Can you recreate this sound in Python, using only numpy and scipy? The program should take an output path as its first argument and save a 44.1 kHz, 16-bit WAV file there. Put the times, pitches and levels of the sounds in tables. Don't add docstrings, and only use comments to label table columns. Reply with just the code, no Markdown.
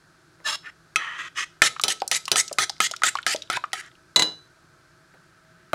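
import sys
import numpy as np
from scipy import signal
from scipy.fft import rfft, irfft
from scipy.io import wavfile
from scipy.ndimage import uniform_filter1d, map_coordinates

SR = 44100
rng = np.random.default_rng(int(sys.argv[2]) if len(sys.argv) > 2 else 0)


def digitize_waveform(pressure):
    field = np.atleast_2d(pressure).T
    bounded = np.clip(field, -1, 1)
    quanta = np.round(bounded * 32767).astype(np.int16)
    wavfile.write(sys.argv[1], SR, quanta)


N = 253134
AGE = np.arange(SR // 2) / SR

# f/Hz, level/dB
ROOM_SPECTRUM = [(15, -41), (25, -16), (161, -1.5), (185, -19), (354, -5), (416, -15.5), (624, -16.5),
                 (1040, -16), (1480, -10), (2000, -29.5), (2350, -23), (2910, -29), (4250, -20),
                 (10100, -30.5), (16000, -48.5)]
# t/s, level/dB
ROOM_LEVEL = [(0, -60), (4.4, -59.5), (5.7, -61.5)]
# f/Hz, width/Hz, level/dB
APPLIANCE_BANDS = [(167, 18, 0), (357.2, 30.16, -8), (643, 5.6, 0), (1322.5, 70.7, -7), (1530, 120, -5.5),
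                   (1670, 35, -17)]
# t/s, level/dB
APPLIANCE_LEVEL = [(0, -62), (4.399, -61.5), (4.8, -61), (5.699, -58)]
# f/Hz, t60/s
KITCHEN_DECAY = [(150, 0.62), (500, .36), (1400, 0.18), (4000, 0.36), (9000, 0.25), (16000, 0.23)]

# t/s, level/dB, f/Hz, level of the film bursting over them/dB
AIR_POCKETS = [(1.764, -24, 1340, -46.5), (1.7969, -18, 1220, -15.5), (2.0193, -14.5, 725, -17),
               (2.2794, -20.5, 1045, -32.5), (2.2797, -15.5, 2670, -22.5), (2.5133, -23.5, 602, -38),
               (2.578, -35, 1030, -56), (2.6972, -27, 770, -20), (2.9122, -31, 698, -22),
               (2.9374, -21, 1323, -27), (3.0197, -12.5, 1310, -23), (3.1537, -13, 1095, -15.5),
               (3.171, -21, 2980, -42), (3.187, -14, 1440, -26), (3.3467, -20, 628, -26),
               (3.421, -19, 3810, -42), (3.571, -16, 992, -16.5), (3.6391, -11, 1177, -53)]
# t/s, level/dB, centre f/Hz
FILM_SNAPS = [(1.814, -15, 6730), (2.0022, -23.5, 4250), (2.0776, -12.5, 6533), (2.2547, -17.5, 5130),
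              (2.2805, -20, 7300), (2.4795, -16.5, 5240), (2.528, -15.5, 6334), (2.6957, -7.5, 4900),
              (2.913, -12, 5160), (2.964, -19.5, 4230), (3.2292, -25, 3300), (3.361, -16.5, 4260)]

# f/Hz, level/dB, t60/s
PAN_MODES = [(175.6, -34.5, .2), (316.5, -37, 0.16), (450, -29.5, 0.046), (660, -28, 0.085),
             (830, -33, 0.29), (1274, -5.5, 0.092), (1325, -8, 0.17), (1270, -17, 0.27),
             (1406, -0.5, 0.035), (2100, 8.5, 0.015), (1957, -13.5, 0.046), (2467, -6.5, 0.06),
             (3230, -15, 0.18), (5650, -31, 0.065)]
WALL_MODES = [(1304, -10.5, .4), (3056, -1, 0.1), (3430, -2.5, 0.13), (5020, -16, 0.13), (5152, -7, .08),
              (5915, 0, 0.11)]
FORK_MODES = [(178, -26.5, 0.21), (310, -24.5, .2), (454, -26, .17), (724, -23, 0.32), (991, -15.5, .17),
              (1272, -41, 0.55), (2030, -14, 0.22), (2910, -16, 0.22), (3980, 0, 0.19), (4065, -27.5, 0.43),
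              (5157, -23.5, .24), (6440, -24, .13), (6260, -29.5, 0.38), (6600, -27, .11), (8032, -21, .16),
              (10500, -22, 0.095)]
# f/Hz, level/dB
THUD_SPECTRUM = [(20, -58), (70, -36.5), (140, 0.5), (260, -11.5), (420, 0.5), (540, -2.5), (700, -2.5),
                 (1000, -6.5), (1700, -8), (3500, -38)]
CRACK_SPECTRUM = [(50, -50.5), (600, -18.5), (1300, -56), (2500, 6), (4000, 8), (6000, 5), (7500, 2),
                  (10000, 0), (12500, -14.5), (16000, -24)]
RIM_SPECTRUM = [(50, -49.5), (600, -18.5), (1500, -6), (2500, -6.5), (4000, 3), (5400, -12.5), (6700, 2.5),
                (7800, -6), (9000, -20), (11000, -17.5), (16000, -33)]
SKID_SPECTRUM = [(20, -36), (100, -9), (260, -30), (400, -7.5), (540, -46.5), (700, -10), (1100, -13.5),
                 (1300, -3), (1600, 0.5), (2400, -0.5), (7000, 9.5), (10500, 0), (13000, -17), (16000, -35)]
DRAG_SPECTRUM = [(20, -52), (100, -44), (400, -9), (560, -17.5), (850, -13), (1200, -1.5), (1750, 7),
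                 (2300, 0.5), (3200, 1.5), (4400, -9), (6300, -2.5), (9000, -14.5), (12000, -29.5),
                 (16000, -39.5)]
# f/Hz, width/Hz, level/dB
GRIND_BANDS = [(1200, 120, -1.5), (1470, 120, 0), (1920, 89, -3), (2510, 110, -2), (3120, 100, -10.5),
               (5970, 66, -14)]
SQUEAK_BANDS = [(618, 59, -12), (890, 60, -7.5), (1155, 56, -0.5), (1673, 54, -6), (2124, 150, -16),
                (2787, 46, -1.5), (3330, 17, 5), (3940, 550, -7), (5310, 45, 3), (6530, 39, -4),
                (7450, 79, -7), (9800, 230, -15.5)]

# t/s, level/dB
SOFT_BUMPS = [(.402, -53.5), (5.139, -54), (5.7325, -18.5)]
# t/s, level/dB, f/Hz, length/s
TINE_SQUEALS = [(0.444, -23, 1750, 0.04), (0.667, -35, 1450, 0.023)]
# start/s, end/s, level/dB,
# treble/dB, squeak share/0-1
SLOW_DRAGS = [(0.436, 0.556, -26, 11, 0.79), (.62, .7, -40.5, -28, 0.04), (0.956, 1.171, -33.5, -21, 0),
              (1.152, 1.283, -34.5, -11.5, 0), (1.344, 1.442, -26.5, 0, 0.01), (3.795, 3.885, -46.5, -8, 0)]
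# t/s, force/dB, height up the wall/0-1, tine f/Hz, length/s, skid level/dB, skid treble/dB
FORK_STROKES = [(0.9589, -22.5, 0.01, 2580, 0, -60, 0), (1.6192, -14, 0.09, 1794, 0.058, -21, 0.5),
                (1.837, -16, 0.72, 3980, 0.0049, -50, 0), (1.8814, -19.5, 0.63, 3680, 0.043, -25.5, 8),
                (2.1142, -18.5, 0.5, 1910, 0.059, -24, 12), (2.3165, -14.5, 1, 3840, 0, -60, 0),
                (2.358, -21, 0.4, 1276, 0.051, -19.5, 33), (2.5855, -21, 0.1, 1242, 0.057, -23.5, -0.5),
                (2.8031, -20.5, 0.1, 1307, .065, -24, 6), (3.035, -21.5, 0.1, 1450, 0.056, -22, 2),
                (3.265, -22, 0.18, 1640, .073, -26.5, -2), (3.5004, -28, 0.12, 1340, 0.073, -29.5, -25),
                (3.7315, -27, 0.22, 1904, 0.079, -37.5, -9)]

SKID_DELAY_S = 0.0056


def from_db(db):
    return 10 ** (np.asarray(db) / 20)


def rms_one(x):
    return x / np.sqrt(np.mean(x ** 2) + 1e-20)


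def add(out, s, sound):
    at = round(s * SR)
    out[at:at + len(sound)] += sound[:max(N - at, 0)]


def at_hz(points, hz):
    f, value = np.transpose(points)
    return np.interp(np.log(hz + 1), np.log(f), value)


def level_curve(points):
    return from_db(np.interp(np.arange(N) / SR, *np.transpose(points)))


def bins(x):
    return np.fft.rfftfreq(len(x), 1 / SR)


def colour(x, spectrum, treble_db=0, bass_db=0):
    hz = bins(x)
    shelves = treble_db * hz ** 4 / (hz ** 4 + 3300 ** 4) + bass_db / (1 + (hz / 900) ** 4)
    return rms_one(irfft(rfft(x) * from_db(at_hz(spectrum, hz) + shelves), len(x)))


def fade(t60):
    return from_db(-60 * AGE / max(t60, 1e-3))


def noise():
    return rng.standard_normal(len(AGE))


def jitter(samples):
    return rms_one(uniform_filter1d(noise(), size=samples))


def resonate(x, hz, width_hz):
    return signal.lfilter(*signal.iirpeak(hz, hz / width_hz, fs=SR), x + 1e-18)


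def resonances(x, bands):
    return rms_one(sum((-1) ** k * from_db(db) * resonate(x, hz, width)
                       for k, (hz, width, db) in enumerate(bands)))


def slides():
    return [(s + SKID_DELAY_S, s + length, db, treble_db)
            for s, *_, length, db, treble_db in FORK_STROKES if length > 2 * SKID_DELAY_S]


def room_tone():
    return level_curve(ROOM_LEVEL) * colour(rng.standard_normal(N), ROOM_SPECTRUM)


def appliance():
    air = rng.standard_normal(N)
    whirr = sum(from_db(db) * resonate(air, hz, width) for hz, width, db in APPLIANCE_BANDS)
    return level_curve(APPLIANCE_LEVEL) * rms_one(whirr)


def kitchen(direct, wet_db=-17.5, build_s=0.0034):
    white, tail = rfft(noise()), 0
    edges = np.geomspace(60, 17000, num=17)
    for low, high in zip(edges, edges[1:]):
        band = irfft(white * ((bins(AGE) >= low) & (bins(AGE) < high)), len(AGE))
        tail = tail + band * fade(at_hz(KITCHEN_DECAY, np.sqrt(low * high)))
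    tail = tail * np.minimum(AGE / build_s, 1) ** 2
    return direct + from_db(wet_db) * signal.fftconvolve(direct, tail / np.linalg.norm(tail))[:N]


def fizz(level_db=-5, size_db=5.5, cycles=35, per_stroke=14):
    out = np.zeros(N)
    for start, end, skid_db, _ in slides():
        for when, size, pitch in rng.random((per_stroke, 3)):
            hz = 3000 * 4 ** pitch
            db = level_db + skid_db - size_db * np.log(max(size, .05))
            bubble = np.sin(2 * np.pi * hz * AGE) * fade(cycles / hz)
            add(out, start + when * (end - start), from_db(db) * bubble[:SR // 40])
    return out


def film_snap(hz, t60, edge_ratio=1.454):
    band_hz = np.clip([hz / edge_ratio, hz * edge_ratio], 20, .45 * SR)
    bandpass = signal.butter(2, band_hz, "band", fs=SR, output="sos")
    snap = signal.sosfilt(bandpass, noise() * fade(t60) + 1e-18)
    return snap / np.abs(snap).max()


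def smacks(snap_db=-2, slap_db=-8, slap_delay_s=0.0033, droplets=55, scatter_s=.15):
    out = np.zeros(N)
    for s, db, hz in FILM_SNAPS:
        add(out, s, from_db(db + snap_db) * film_snap(hz, t60=0.011))
        add(out, s + slap_delay_s, from_db(db + slap_db) * film_snap(hz, t60=0.016, edge_ratio=1.23))
    ends = [end for _, end, *_ in slides()]
    for k, (when, size, pitch) in enumerate(rng.random((droplets, 3))):
        droplet = film_snap(2200 * 4 ** pitch, t60=0.012, edge_ratio=1.2)
        add(out, ends[k % len(ends)] + scatter_s * when, from_db(-51.5 + 15 * size) * droplet)
    return out


def air_pocket(hz, cycles, hold_s=0.0068, rise=.13, swell_s=0.0008, wobble_hz=85, splat_db=-7):
    t60 = cycles / hz + hold_s
    pitch = hz * (1 + rise * np.minimum(AGE / t60, 1)) + wobble_hz * jitter(60)
    tone = np.sin(2 * np.pi * np.cumsum(pitch) / SR) * fade(t60) * (1 - np.exp(-AGE / swell_s))
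    return tone + from_db(splat_db) * film_snap(hz * 1.04, t60=.03)


def plops(pocket_db=0.5, film_db=-.5, wake_db=-26.5):
    out = np.zeros(N)
    for s, db, hz, snap_db in AIR_POCKETS:
        add(out, s, from_db(db + pocket_db) * air_pocket(hz, cycles=23))
        add(out, s, from_db(snap_db + film_db) * film_snap(hz=3400, t60=0.0046, edge_ratio=1.65))
    for start, *_ in slides():
        add(out, start - SKID_DELAY_S, from_db(wake_db) * air_pocket(hz=748.4, cycles=46))
    return out


def burst(spectrum, t60):
    x = colour(noise(), spectrum) * fade(t60)
    return x / np.sqrt(np.mean(x[:SR // 100] ** 2))


def ring(modes, spread_db=1.5):
    out = 0
    for hz, db, t60 in modes:
        strength = from_db(db + spread_db * rng.standard_normal()) * rng.choice([-1, 1])
        out = out + strength * np.sin(2 * np.pi * hz * AGE) * fade(t60)
    return out


def bumps(pan_db=-5, fork_db=-14):
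    out = np.zeros(N)
    for s, db in SOFT_BUMPS:
        ringing = from_db(pan_db) * ring(PAN_MODES) + from_db(fork_db) * ring(FORK_MODES)
        add(out, s, from_db(db) * (burst(THUD_SPECTRUM, t60=0.12) + ringing))
    return out


def dropped_fork(s=4.1608, ring_db=-9.5, thud_db=-28, crack_db=-15, bounce_s=.0337, loss_db=3):
    out = np.zeros(N)
    for k in range(3):
        rattle = 1 + .3 * jitter(200)
        ringing = from_db(ring_db) * ring(FORK_MODES) * rattle
        thud = from_db(thud_db) * burst(THUD_SPECTRUM, t60=0.28)
        crack = from_db(crack_db) * burst(RIM_SPECTRUM, t60=.04)
        add(out, s, from_db(-loss_db * k) * (ringing + thud + crack))
        s += bounce_s * .825 ** k
    return out


def slips(per_s, size_db):
    chance, size, sign = rng.random((3, len(AGE)))
    strength = from_db(-size_db * np.log(np.maximum(size, .02)))
    return (chance < per_s / SR) * strength * np.sign(sign - .5)


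def tines(grit, gain, t60):
    tail = noise() * fade(t60)
    return grit + gain * signal.fftconvolve(grit, tail / np.linalg.norm(tail))[:len(grit)]


def glide(x, length, rise, wander):
    speed = 1 + rise * (np.minimum(AGE / length, 1) - 2 / 3) + wander * jitter(900)
    return map_coordinates(x, [np.cumsum(speed)], order=3, mode="mirror")


def pressure(length, rise_s, swell_db, release_s):
    landing = np.minimum(AGE / rise_s, 1) ** 2
    force = from_db(swell_db * np.clip(2 * AGE / length - 1, -.5, .5))
    lift = np.exp(-np.maximum(AGE - length, 0) / release_s)
    return landing * force * lift


def squeals():
    out = np.zeros(N)
    for s, db, hz, length in TINE_SQUEALS:
        swell = np.sin(np.pi * np.minimum(AGE / length, 1)) ** 2
        add(out, s, from_db(db) * np.sin(2 * np.pi * hz * AGE) * swell)
    return out


def drags(judder_db=1, bass_db=-4.5, squeak_bass_db=20, body_db=-4):
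    out = np.zeros(N)
    for start, end, db, treble_db, squeak_share in SLOW_DRAGS:
        judder = from_db(judder_db * jitter(300))
        grit = slips(per_s=5500, size_db=2.5) * judder
        shake_db = bass_db + squeak_bass_db * squeak_share
        grind = colour(tines(grit, gain=0.73, t60=0.058), DRAG_SPECTRUM, treble_db, shake_db)
        grind = rms_one(grind + from_db(body_db) * resonances(grit, GRIND_BANDS))
        grind = glide(grind, end - start, rise=.04, wander=.008)
        squeak = resonances(grit, SQUEAK_BANDS)
        scrape = rms_one(np.sqrt(1 - squeak_share) * grind + np.sqrt(squeak_share) * squeak)
        bearing = pressure(end - start, rise_s=0.039, swell_db=-4.5, release_s=0.0031)
        add(out, start, from_db(db) * scrape * bearing)
    return out


def skids(tilt_db=-9.5, squelch_db=-7):
    out = np.zeros(N)
    for start, end, db, treble_db in slides():
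        grit = slips(per_s=10000, size_db=4.5)
        rasp = colour(tines(grit, gain=5.5, t60=0.013), SKID_SPECTRUM, treble_db + tilt_db)
        rasp = glide(rasp, end - start, rise=rng.uniform(-.02, .14), wander=.015)
        squelch = rms_one(resonate(grit, hz=1950, width_hz=110))
        squelch = glide(squelch, end - start, rise=.22, wander=.015)
        scrape = rms_one(rasp + from_db(squelch_db) * squelch)
        bearing = pressure(end - start, rise_s=.0012, swell_db=3.5, release_s=.0045)
        add(out, start, from_db(db) * scrape * bearing)
    return out


def knocks(pan_db=-1.5, wall_db=-9, fork_db=-12.5, tine_db=5.5, spike_db=-2.5, crack_db=-5, firm_db=-20):
    out = np.zeros(N)
    for s, force_db, height, tine_hz, *_ in FORK_STROKES:
        pan = from_db(pan_db) * ring(PAN_MODES)
        wall = from_db(wall_db) * ring(WALL_MODES, spread_db=2.5)
        fork = from_db(fork_db) * ring(FORK_MODES, spread_db=2) * fade(t60=0.48)
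        tine = from_db(tine_db) * np.sin(2 * np.pi * tine_hz * AGE) * fade(t60=0.036)
        spike = from_db(spike_db) * burst(CRACK_SPECTRUM, t60=0.014)
        crack = from_db(crack_db) * burst(CRACK_SPECTRUM, t60=0.054)
        add(out, s, from_db(force_db) * (spike + crack + wall + fork))
        ring_db = force_db + 9 - 33.5 * height
        add(out, s, from_db(ring_db) * (pan + tine))
        thud_db = -43 + 2 * (force_db - firm_db) + 5 * height
        add(out, s, from_db(thud_db) * burst(THUD_SPECTRUM, t60=0.22))
    return out


def scene(radiation_hz=110):
    metal = knocks() + skids() + drags() + squeals() + bumps() + dropped_fork()
    egg = plops() + smacks() + fizz()
    near = signal.sosfilt(signal.butter(2, radiation_hz, "high", fs=SR, output="sos"), metal + egg)
    return (kitchen(near) + room_tone() + appliance())[None]


def record(dry):
    ceiling, cutoff_hz = 1.2, 16800
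    rounded = ceiling * np.tanh(dry / ceiling)
    return signal.sosfilt(signal.cheby2(14, 60, cutoff_hz, fs=SR, output="sos"), rounded)


dry = scene()
out = record(dry)
digitize_waveform(out)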